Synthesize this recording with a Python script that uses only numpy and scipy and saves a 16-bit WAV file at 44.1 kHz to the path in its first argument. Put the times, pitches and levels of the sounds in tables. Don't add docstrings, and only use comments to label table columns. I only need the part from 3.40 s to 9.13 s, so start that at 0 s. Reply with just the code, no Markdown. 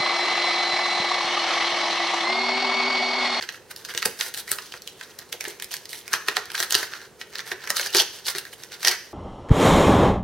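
import sys
import numpy as np
from scipy import signal
from scipy.fft import rfft, irfft
from scipy.io import wavfile
from scipy.ndimage import uniform_filter1d

SR = 44100
rng = np.random.default_rng(int(sys.argv[2]) if len(sys.argv) > 2 else 0)


def log_audio(samples):
    frames = np.atleast_2d(samples).T
    limited = np.clip(frames, -1, 1)
    pcm = np.round(limited * 32767).astype(np.int16)
    wavfile.write(sys.argv[1], SR, pcm)


N = 252693

# [f/Hz, level/dB]
AIR_SPECTRUM = [(20, -28), (45, -6), (65, -2), (130, 1.5), (200, 0), (280, -3), (370, 6.5), (470, 6),
                (600, -2.5), (1000, -4.5), (2500, -14), (5000, -14.5), (9000, -16.5), (16000, -23)]
AIR_DB = -52
# [f/Hz, t60/s]
ROOM_T60 = [(250, 0.34), (660, 0.15), (1550, 0.46), (2200, 0.5), (4600, 0.5), (12000, 0.5)]
# [f/Hz, level/dB]
ROOM_SPECTRUM = [(100, -18), (420, 2.5), (700, -1.5), (1600, -7.5), (2200, -6.5), (3000, -8.5),
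                 (4600, -12.5), (6200, -8), (7500, -14), (15000, -12)]

# [f/Hz, likeness 0-1]
PORT_LIKENESS = [(60, 0.6), (500, 0.95), (2000, 0.94), (4500, 0.78), (8000, 0.64), (14000, 0.5)]
# [f/Hz, lead/rad]
PORT_LEAD = [(2000, 0.1), (5000, 0.099), (6500, 1), (9000, 1), (15000, 1)]
# [f/Hz, level/dB]
PORT_BALANCE = [(100, 2), (500, 1.8), (4400, 1.77), (14000, 0.5)]
CUT_HZ = 15950

# [f/Hz, level/dB]
WALL_MODES = [(1080, 0), (1270, -3), (1390, -1), (1570, -0.5), (1700, 1), (1850, 1.5), (2200, -4.5),
              (2480, -2)]
# [t/s, f/Hz]
GRIP = [(0.0, 1900), (0.47, 1530), (0.52, 1770), (1.09, 1720), (1.14, 1380), (1.51, 1840), (1.87, 1740),
        (1.89, 2090), (2.68, 2100), (2.72, 1530), (3.7, 1530), (3.76, 2180), (3.95, 1720), (5.7, 1850)]
# [f/Hz, level/dB]
EDGE_SPECTRUM = [(900, -25.5), (2000, -26), (2800, -2), (3400, -3.5), (4300, 0), (5200, -3), (6200, -2),
                 (7200, -8.5), (10000, -14)]
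# [f/Hz, level/dB]
FIBRE_SPECTRUM = [(2500, -70), (5500, -17.5), (7200, -5.5), (8500, 0.5), (10000, 0.5), (12500, -1),
                  (16000, -9)]
# [f/Hz, level/dB]
HOLLOW_SPECTRUM = [(60, -20.5), (270, -28), (370, 5), (520, 1.5), (700, 3), (1000, 4), (1600, -32)]

# [t/s, ring level/dB, ring f/Hz, push level/dB, push f/Hz]
KNOCKS = [(0.548, -39.5, 447, -48.5, 168), (0.659, -28.5, 485, -37, 185), (1.118, -44, 390, -51, 115),
          (1.339, -47, 810, -65, 150), (1.939, -42, 500, -63, 150), (2.075, -35.5, 385, -62, 150),
          (2.737, -38, 800, -46, 162), (2.885, -35, 395, -50, 150), (2.968, -31.5, 750, -64, 149),
          (2.977, -37.5, 443, -60, 150), (3.2, -38, 630, -53, 150), (3.351, -33.5, 366, -44, 98),
          (3.427, -41, 398, -63, 150), (4.116, -35.5, 780, -50, 169), (4.303, -37, 537, -47, 180),
          (4.396, -38.5, 584, -64, 150), (4.549, -24.5, 402, -68, 150), (4.605, -35, 492, -52, 150),
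          (4.95, -39.5, 380, -54, 150)]
RATTLE_SHARE = 0.45
# [start t/s, length/s, level/dB, first f/Hz, last f/Hz]
CREAKS = [(1.078, 0.037, -42, 1780, 2230), (4.313, 0.048, -41, 1150, 1360),
          (4.485, 0.027, -41.5, 2900, 2720)]

# (edge level/dB, wall level/dB, fibre level/dB)
HANDLING = (-60, -64, -63)
# [start t/s, length/s]
RESTS = [(0.18, 0.09), (3.69, 0.09)]
# [start t/s, length/s, edge level/dB, wall level re edge/dB, fibre level re edge/dB]
STROKES = [(-0.003, 0.019, -57, 5, -19), (0.132, 0.04, -50, -17, -10), (0.31, 0.0092, -44.5, -1.5, -1.5),
           (0.395, 0.064, -55, -5, -7), (0.498, 0.01, -38.5, 0, -8), (0.54, 0.11, -48, 1, -1),
           (0.79, 0.098, -39.5, -4, 1), (0.974, 0.029, -41, -9.5, 1), (1.103, 0.031, -36.5, -11, -1),
           (1.216, 0.16, -51.5, -22, -26), (1.593, 0.12, -52, -4, -8), (1.793, 0.032, -49.5, 2, -24),
           (2.054, 0.069, -45.5, -2, -4.5), (2.317, 0.047, -39, -6.5, -4), (2.505, 0.11, -49.5, -10, 0.5),
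           (2.656, 0.032, -48.5, 3.5, -11), (2.731, 0.0055, -32.5, 2.5, -4), (3.144, 0.032, -40, 0.5, 0.5),
           (3.186, 0.046, -32, -17, -3), (3.361, 0.083, -32.5, -4, -5.5), (3.515, 0.14, -48, -1.5, -17),
           (3.804, 0.019, -47, -1, -6), (3.936, 0.066, -44, -1, -23), (4.069, 0.053, -42.5, 1, -1.5),
           (4.209, 0.08, -49, 1.5, -15), (4.365, 0.098, -31, -9, -6.5), (4.549, 0.062, -22, -10, -8),
           (4.493, 0.018, -46.5, -14, -9), (4.74, 0.045, -44.5, -7.5, -6), (4.864, 0.026, -31.5, -22, -14),
           (4.872, 0.033, -31, -7, -1), (4.964, 0.023, -38.5, -2, -3), (5.134, 0.004, -44.5, -19, 0),
           (5.193, 0.054, -48, -4.5, -4), (5.32, 0.029, -43.5, -2.5, -13), (5.408, 0.094, -44, -6, -4),
           (5.459, 0.081, -32, 0, -6.5)]
STROKE_ATTACK_S, STROKE_RELEASE_S = 0.0092, 0.011
SAG_DB_PER_S = 27
# [t/s, total drive level/dB]
CATCHES = [(0.05, -42), (0.1035, -43), (0.1245, -30), (0.158, -39), (0.517, -33), (0.539, -26.5),
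           (0.6545, -11), (0.8007, -30), (1.0925, -32), (1.222, -38), (1.3227, -28.5), (2.0417, -29),
           (2.1001, -37), (3.0558, -31), (3.118, -30.5), (3.3333, -18), (4.0043, -22), (4.218, -39),
           (4.2404, -34), (4.2553, -29), (4.4115, -17), (4.471, -25), (4.5043, -28), (4.584, -19),
           (4.594, -15), (4.598, -7), (4.602, -17), (4.62, -11), (4.8873, -18), (5.2358, -26),
           (5.4479, -11.5), (5.5131, -14)]
CATCH_ATTACK_S, CATCH_RELEASE_S = 0.0004, 0.0016

# [t/s, wall level/dB, edge level/dB, edge ring f/Hz, crack level/dB]
SNAPS = [(0.0106, -33, -36.5, 3400, -66), (0.025, -33.5, -28, 4060, -58), (0.037, -32, -39, 3900, -54),
         (0.0894, -27.5, -28, 3560, -44), (0.144, -35.5, -55, 4000, -54), (0.362, -48, -34, 5130, -36.5),
         (0.4494, -41.5, -30.5, 4130, -38), (0.5487, -33, -29, 4240, -37), (0.5765, -26, -20, 3420, -27),
         (0.622, -30, -31, 4900, -39), (0.6271, -22, -24, 3600, -33), (0.6571, -23, -19, 4930, -16),
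         (0.8105, -22.5, -18, 3660, -30), (0.9401, -38, -32, 4100, -30.5), (0.945, -37, -30, 4150, -33),
         (0.975, -36, -32, 4140, -34), (1.078, -34, -38, 5500, -41), (1.1162, -26.5, -22.5, 4820, -14),
         (1.128, -32.5, -30, 4250, -44), (1.1856, -30, -32, 3400, -45), (1.339, -33, -38.5, 3020, -48),
         (1.4202, -54, -38, 4700, -41), (1.475, -46, -29, 3650, -35), (1.6106, -31.5, -36, 2540, -41),
         (1.7887, -44, -34.5, 4860, -33.5), (1.9272, -30.5, -26, 3470, -29),
         (2.0083, -28.5, -28, 6660, -31.5), (2.052, -27.5, -33, 2300, -44), (2.082, -54, -40, 4500, -31.5),
         (2.199, -35, -35, 6500, -40), (2.2228, -32, -30, 3100, -29.5), (2.2438, -44, -35, 4300, -32),
         (2.33, -53, -32, 3800, -49), (2.34, -33, -28.5, 5850, -29.5), (2.367, -55, -32, 4600, -35),
         (2.455, -45, -34.5, 4940, -40.5), (2.4927, -54, -37.5, 5030, -39.5),
         (2.5307, -32, -32, 3480, -35.5), (2.6789, -34, -34.5, 5370, -35.5),
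         (2.7319, -30, -18.5, 5500, -23), (2.7367, -15.5, -20.5, 5630, -24),
         (2.8845, -17.5, -18.5, 2770, -26), (2.9678, -17.5, -17.5, 3850, -26),
         (3.1015, -33.5, -35, 3870, -44), (3.1482, -25, -39, 3600, -41), (3.152, -29, -24.5, 3200, -38),
         (3.1785, -29, -27, 5000, -43), (3.2022, -21, -20, 6240, -24), (3.2267, -23, -22.5, 3980, -25),
         (3.3073, -34, -22.5, 3560, -24), (3.3232, -24.5, -17.5, 6360, -20.5),
         (3.3443, -26, -14.5, 4400, -29), (3.351, -19.5, -12, 4400, -17), (3.4298, -26, -43, 4400, -44),
         (3.5361, -30, -33, 4050, -62), (3.8134, -30, -30.5, 2620, -53), (3.9551, -31.5, -28, 4570, -42),
         (3.9841, -53, -30.5, 3660, -38), (3.9925, -27, -30, 4000, -46), (4.1167, -24, -28, 4000, -51),
         (4.274, -28.5, -32, 5170, -38), (4.303, -19, -18.5, 5600, -19.5),
         (4.3684, -25.5, -23.5, 5500, -21), (4.3961, -22.5, -23, 4300, -30),
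         (4.4615, -29.5, -28, 5030, -33), (4.5482, -18.5, -17, 4200, -20.5), (4.555, -37, -18.5, 4250, -25),
         (4.5684, -50, -14.5, 5800, -25), (4.883, -27, -21, 4560, -31), (4.9501, -29, -30, 4200, -46),
         (4.9835, -32.5, -26, 2900, -25), (5.052, -36.5, -38, 4360, -44), (5.1306, -40, -43, 3280, -61),
         (5.321, -51, -39, 3900, -45), (5.43, -29, -28.5, 4700, -32), (5.4496, -22.5, -15.5, 4860, -30),
         (5.4732, -17, -14.5, 4850, -18.5), (5.4815, -23.5, -10.5, 5360, -19)]
SWELL_DB, SWELL_S, SWELL_GROWTH, FIRM_SNAP_DB = -23, 0.011, 0.6, -28
SETTLE_DB, SETTLE_ATTACK_S, SETTLE_S = -13.5, 0.002, 0.02


def amp(db):
    return 10 ** (np.asarray(db) / 20)


def unit(x):
    return x / np.sqrt(np.mean(x ** 2) + 1e-20)


def read(points, hz):
    f, value = np.transpose(points)
    return np.interp(np.log(hz + 1), np.log(f + 1), value)


def add(mix, s, sound):
    part = mix[:, max(round(s * SR), 0):][:, :sound.shape[1]]
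    part += sound[:, :part.shape[1]]


def blow(x, db, seconds):
    return amp(db) * x * np.sqrt(seconds * SR / (np.sum(x ** 2) / 2 + 1e-20))


def gesture(t, start, length, attack_s, release_s):
    before = np.minimum(t - start, 0)
    after = np.maximum(t - start - length, 0)
    return np.exp(before / attack_s - after / release_s)


def colour(x, points, size=2048):
    log_gain = np.log(amp(read(points, abs(np.fft.fftfreq(size, 1 / SR)))))
    min_phase = np.exp(np.conj(signal.hilbert(log_gain)))
    taps = np.fft.ifft(min_phase).real[:size // 2]
    return signal.oaconvolve(x, taps[None], axes=1)[:, :x.shape[1]]


def resonate(x, hz, width_hz):
    return signal.lfilter(*signal.iirpeak(hz, hz / width_hz, SR), x)


def follow(x, hz, width_hz):
    turn = np.exp(2j * np.pi * np.cumsum(hz * np.ones(x.shape[1])) / SR)
    pole = np.exp(-np.pi * width_hz / SR)
    return 2 * (turn * signal.lfilter([1 - pole], [1, -pole], x / turn)).real


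def noise_pair():
    a, b = rfft(rng.standard_normal((2, N)))
    same = np.clip(read(PORT_LIKENESS, np.fft.rfftfreq(N, 1 / SR)), 0, .999)
    return irfft(np.array([a, same * a + np.sqrt(1 - same ** 2) * b]), N)


def air():
    return amp(AIR_DB) * unit(colour(noise_pair(), AIR_SPECTRUM))


def room(x, build_s=0.0026, apart=0.25, size=24000):
    t = np.arange(size) / SR
    field = unit(noise_pair()[:, :size] + apart * rng.standard_normal((2, size)))
    hz, when, bands = signal.stft(field, SR, nperseg=256)
    t60 = read(ROOM_T60, hz)[:, None]
    decay = amp(read(ROOM_SPECTRUM, hz)[:, None] - 60 * when / t60)
    energy_norm = np.sqrt(np.log(1e6) / (t60 * SR))
    tail = signal.istft(bands * decay * energy_norm, SR, nperseg=256)[1][:, :size]
    tail = tail * (1 - np.exp(-(t / build_s) ** 2))
    return signal.oaconvolve(x, tail, axes=1)[:, :N]


def desk(x, level_db=-9, decay_s=0.011, first_s=.003, density=.15, size=1300):
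    t = np.arange(size) / SR
    echoes = noise_pair()[:, :size] * (rng.random(size) < density)
    echoes = echoes * (t > first_s) * np.exp(-t / decay_s)
    echoes = echoes / np.sqrt(np.sum(echoes ** 2) / 2)
    taps = colour(echoes, [(300, -6.5), (1600, 0.0), (5500, 0.0), (8000, -2.0), (15000, 0.5)])
    return amp(level_db) * signal.oaconvolve(x, taps, axes=1)[:, :N]


def surroundings(x, turn_s=.45, count=4):
    place = np.arange(N) / SR / turn_s - np.arange(count)[:, None] / count
    shares = np.maximum(np.cos(2 * np.pi * place), 0)
    return sum(desk(x * share) + room(x * share) for share in shares)


def knocks(ring_s=0.0055, push_s=0.0084, carton_hz=400, length_s=0.012, size=3000):
    out, noise, t = np.zeros((2, N)), noise_pair(), np.arange(size) / SR
    for k, (s, db, hz, push_db, push_hz) in enumerate(KNOCKS):
        contact = noise[:, k * size:][:, :size]
        pitch_ratio = (hz / carton_hz) ** 2
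        envelope = np.exp(-t * pitch_ratio / ring_s) * (1 - np.exp(-t * hz))
        ring = np.sin(2 * np.pi * hz * t) * envelope
        rattle = colour(contact * np.exp(-t / ring_s), HOLLOW_SPECTRUM)
        knock = unit(ring) + RATTLE_SHARE * pitch_ratio * unit(rattle)
        push = resonate(contact * np.exp(-t / push_s), push_hz, 1.9 * push_hz)
        push = resonate(push, push_hz, push_hz)
        add(out, s, blow(knock, db, length_s) + blow(push, push_db, length_s))
    return out


def creaks(slips_per_s=420, width_hz=250, jitter=0.263, noise_share=0.15,
           attack_s=0.0035, release_s=0.004, size=4400):
    out, noise, t = np.zeros((2, N)), noise_pair(), np.arange(size) / SR
    for k, (start, length, db, first_hz, last_hz) in enumerate(CREAKS):
        wander = unit(uniform_filter1d(rng.standard_normal(size), size=100))
        turns = np.cumsum(slips_per_s * np.exp(jitter * wander)) / SR
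        pulses = np.diff(np.floor(turns), prepend=0)
        drive = unit(pulses) + noise_share * noise[:, k * size:][:, :size]
        hz = np.interp(t, [0, length], [first_hz, last_hz])
        ring = unit(follow(follow(drive, hz, width_hz), hz, 2 * width_hz))
        envelope = (1 - np.exp(-t / attack_s)) * gesture(t, 0, length, attack_s, release_s)
        add(out, start, amp(db) * ring * envelope)
    return out


def walls(x, when, detune, touch_db, quality=14, span_hz=1300):
    touch = touch_db * rng.standard_normal(len(WALL_MODES))
    modes = sum(amp(db + touch[k]) * resonate(x, detune * hz, hz / quality)
                for k, (hz, db) in enumerate(WALL_MODES))
    grip_hz = np.interp(when, *np.transpose(GRIP))
    return follow(follow(modes, grip_hz, span_hz), grip_hz, 2 * span_hz)


def sliding():
    t = np.arange(0, N, 16) / SR
    resting = sum(gesture(t, start, length, STROKE_RELEASE_S, STROKE_ATTACK_S) for start, length in RESTS)
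    power = np.outer(amp(HANDLING), 1 - resting) ** 2
    for start, length, db, wall_db, fibre_db in STROKES:
        sag = amp(-SAG_DB_PER_S * (np.clip(t - start, 0, length) - length / 2))
        stroke = sag * gesture(t, start, length, STROKE_ATTACK_S, STROKE_RELEASE_S)
        power += np.outer(amp([db, db + wall_db, db + fibre_db]), stroke) ** 2
    jumps = sum((amp(db) * gesture(t, s, 0, CATCH_ATTACK_S, CATCH_RELEASE_S)) ** 2 for s, db in CATCHES)
    power += jumps * power / power.sum(0)
    for s, wall_db, edge_db, _, crack_db in SNAPS:
        swell_db = SWELL_DB + SWELL_GROWTH * (edge_db - FIRM_SNAP_DB)
        swell = amp(swell_db) * gesture(t, s, 0, SWELL_S, SETTLE_ATTACK_S)
        settle = amp(SETTLE_DB) * gesture(t, s, 0, SETTLE_ATTACK_S, SETTLE_S)
        power += np.outer(amp([edge_db, wall_db, crack_db]), swell + settle) ** 2
    return [np.interp(np.arange(N) / SR, t, np.sqrt(p)) for p in power]


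def slips(per_s, spread_db, grain_s=0.00067):
    strength = amp(spread_db * np.minimum(rng.exponential(1, N), 3.5))
    hits = strength * (rng.random(N) < per_s / SR)
    power = signal.lfilter([1], [1, -np.exp(-2 / (grain_s * SR))], hits ** 2)
    return power / (uniform_filter1d(power, size=2000) + 1e-3 * power.mean())


def scrape(edge, wall, fibre, own_share=0.94, smooth_share=0.1, catch_db=3.5, fuse_db=-33,
           fast_spread_db=1.0, slow_spread_db=3.0, hollow_db=-12, rasp_db=-1, rasp_hz=4750, rasp_width_hz=1700):
    slow = 1 / (1 + edge / amp(fuse_db))
    drift = uniform_filter1d(uniform_filter1d(rng.standard_normal(N), size=700), size=400)
    uneven_db = fast_spread_db + slow_spread_db * slow
    shared = slips(800, uneven_db)

    def grains():
        own = slips(1400, uneven_db)
        return noise_pair() * np.sqrt(shared + own_share * own + smooth_share)

    ticks = unit(colour(grains(), EDGE_SPECTRUM))
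    rasp = amp(rasp_db) * unit(resonate(colour(grains(), EDGE_SPECTRUM), rasp_hz, rasp_width_hz))
    panel = unit(walls(grains(), np.arange(N) / SR, detune=0.91, touch_db=16.5, quality=3.2, span_hz=1010))
    fizz = unit(colour(grains(), FIBRE_SPECTRUM))
    hollow = amp(hollow_db) * unit(colour(grains(), HOLLOW_SPECTRUM))
    drag = edge * (np.sqrt(slow) * ticks + np.sqrt(1 - slow) * rasp)
    drag = drag + wall * panel + fibre * fizz + np.sqrt(wall * edge) * hollow
    return amp(catch_db * slow * unit(drift)) * drag


def crackle(edge, per_s=220, spread_db=5, level_db=-5.0, low_hz=3000, high_hz=7000,
            count=14, decay_cycles=3.5, size=400):
    t, out = np.arange(size) / SR, np.zeros((2, N))
    strength = amp(spread_db * np.minimum(rng.exponential(1, N), 3))
    kinks = strength * (rng.random(N) < per_s / SR)
    which = rng.integers(0, count, N)
    for k, hz in enumerate(np.geomspace(low_hz, high_hz, count)):
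        phase = .5 * rng.standard_normal((2, 1))
        ring = np.sin(2 * np.pi * hz * t + phase) * np.exp(-t * hz / decay_cycles)
        out += signal.oaconvolve((kinks * (which == k))[None], ring, axes=1)[:, :N]
    return amp(level_db) * edge * unit(resonate(out, np.sqrt(low_hz * high_hz), high_hz))


def snaps(crack_s=0.00048, edge_s=0.001, step_min_s=0.00066, step_max_s=0.00176, step_share=0.48,
          edge_width_hz=1900, damping_s=0.02, grip_spread=0.027, length_s=0.003, size=1400):
    out, noise, t = np.zeros((2, N)), noise_pair(), np.arange(size) / SR
    detunes = 1 + grip_spread * rng.uniform(-1, 1, len(SNAPS))
    delays_s = rng.uniform(step_min_s, step_max_s, len(SNAPS))
    fingers = np.exp(-t / damping_s)
    for k, (s, wall_db, edge_db, hz, crack_db) in enumerate(SNAPS):
        def slip(seconds):
            second_step = step_share * np.exp(-((t - delays_s[k]) / seconds) ** 2)
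            return noise[:, k * size:][:, :size] * (np.exp(-t / seconds) + second_step)

        crack = colour(slip(crack_s), FIBRE_SPECTRUM)
        edge = colour(resonate(slip(edge_s), hz, edge_width_hz), EDGE_SPECTRUM)
        panel = fingers * walls(slip(crack_s), s, detunes[k], touch_db=3.5, span_hz=690)
        add(out, s, blow(crack, crack_db, length_s))
        add(out, s, blow(edge, edge_db, length_s))
        add(out, s, blow(panel, wall_db, length_s))
    return out


def scene():
    edge, wall, fibre = sliding()
    box = knocks() + creaks() + scrape(edge, wall, fibre) + crackle(edge) + snaps()
    return air() + surroundings(box) + box


def record(dry):
    hz = np.fft.rfftfreq(N, 1 / SR)
    port = np.exp(.5j * read(PORT_LEAD, hz)) / amp(read(PORT_BALANCE, hz) / 2)
    heard = irfft(rfft(dry) * np.array([port, 1 / port]), N)
    heard = np.clip(heard, -.95, .95)
    low_pass = signal.firwin(511, CUT_HZ, window=("kaiser", 9), fs=SR)
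    return signal.oaconvolve(heard, low_pass[None], "same")


dry = scene()
out = record(dry)
log_audio(out)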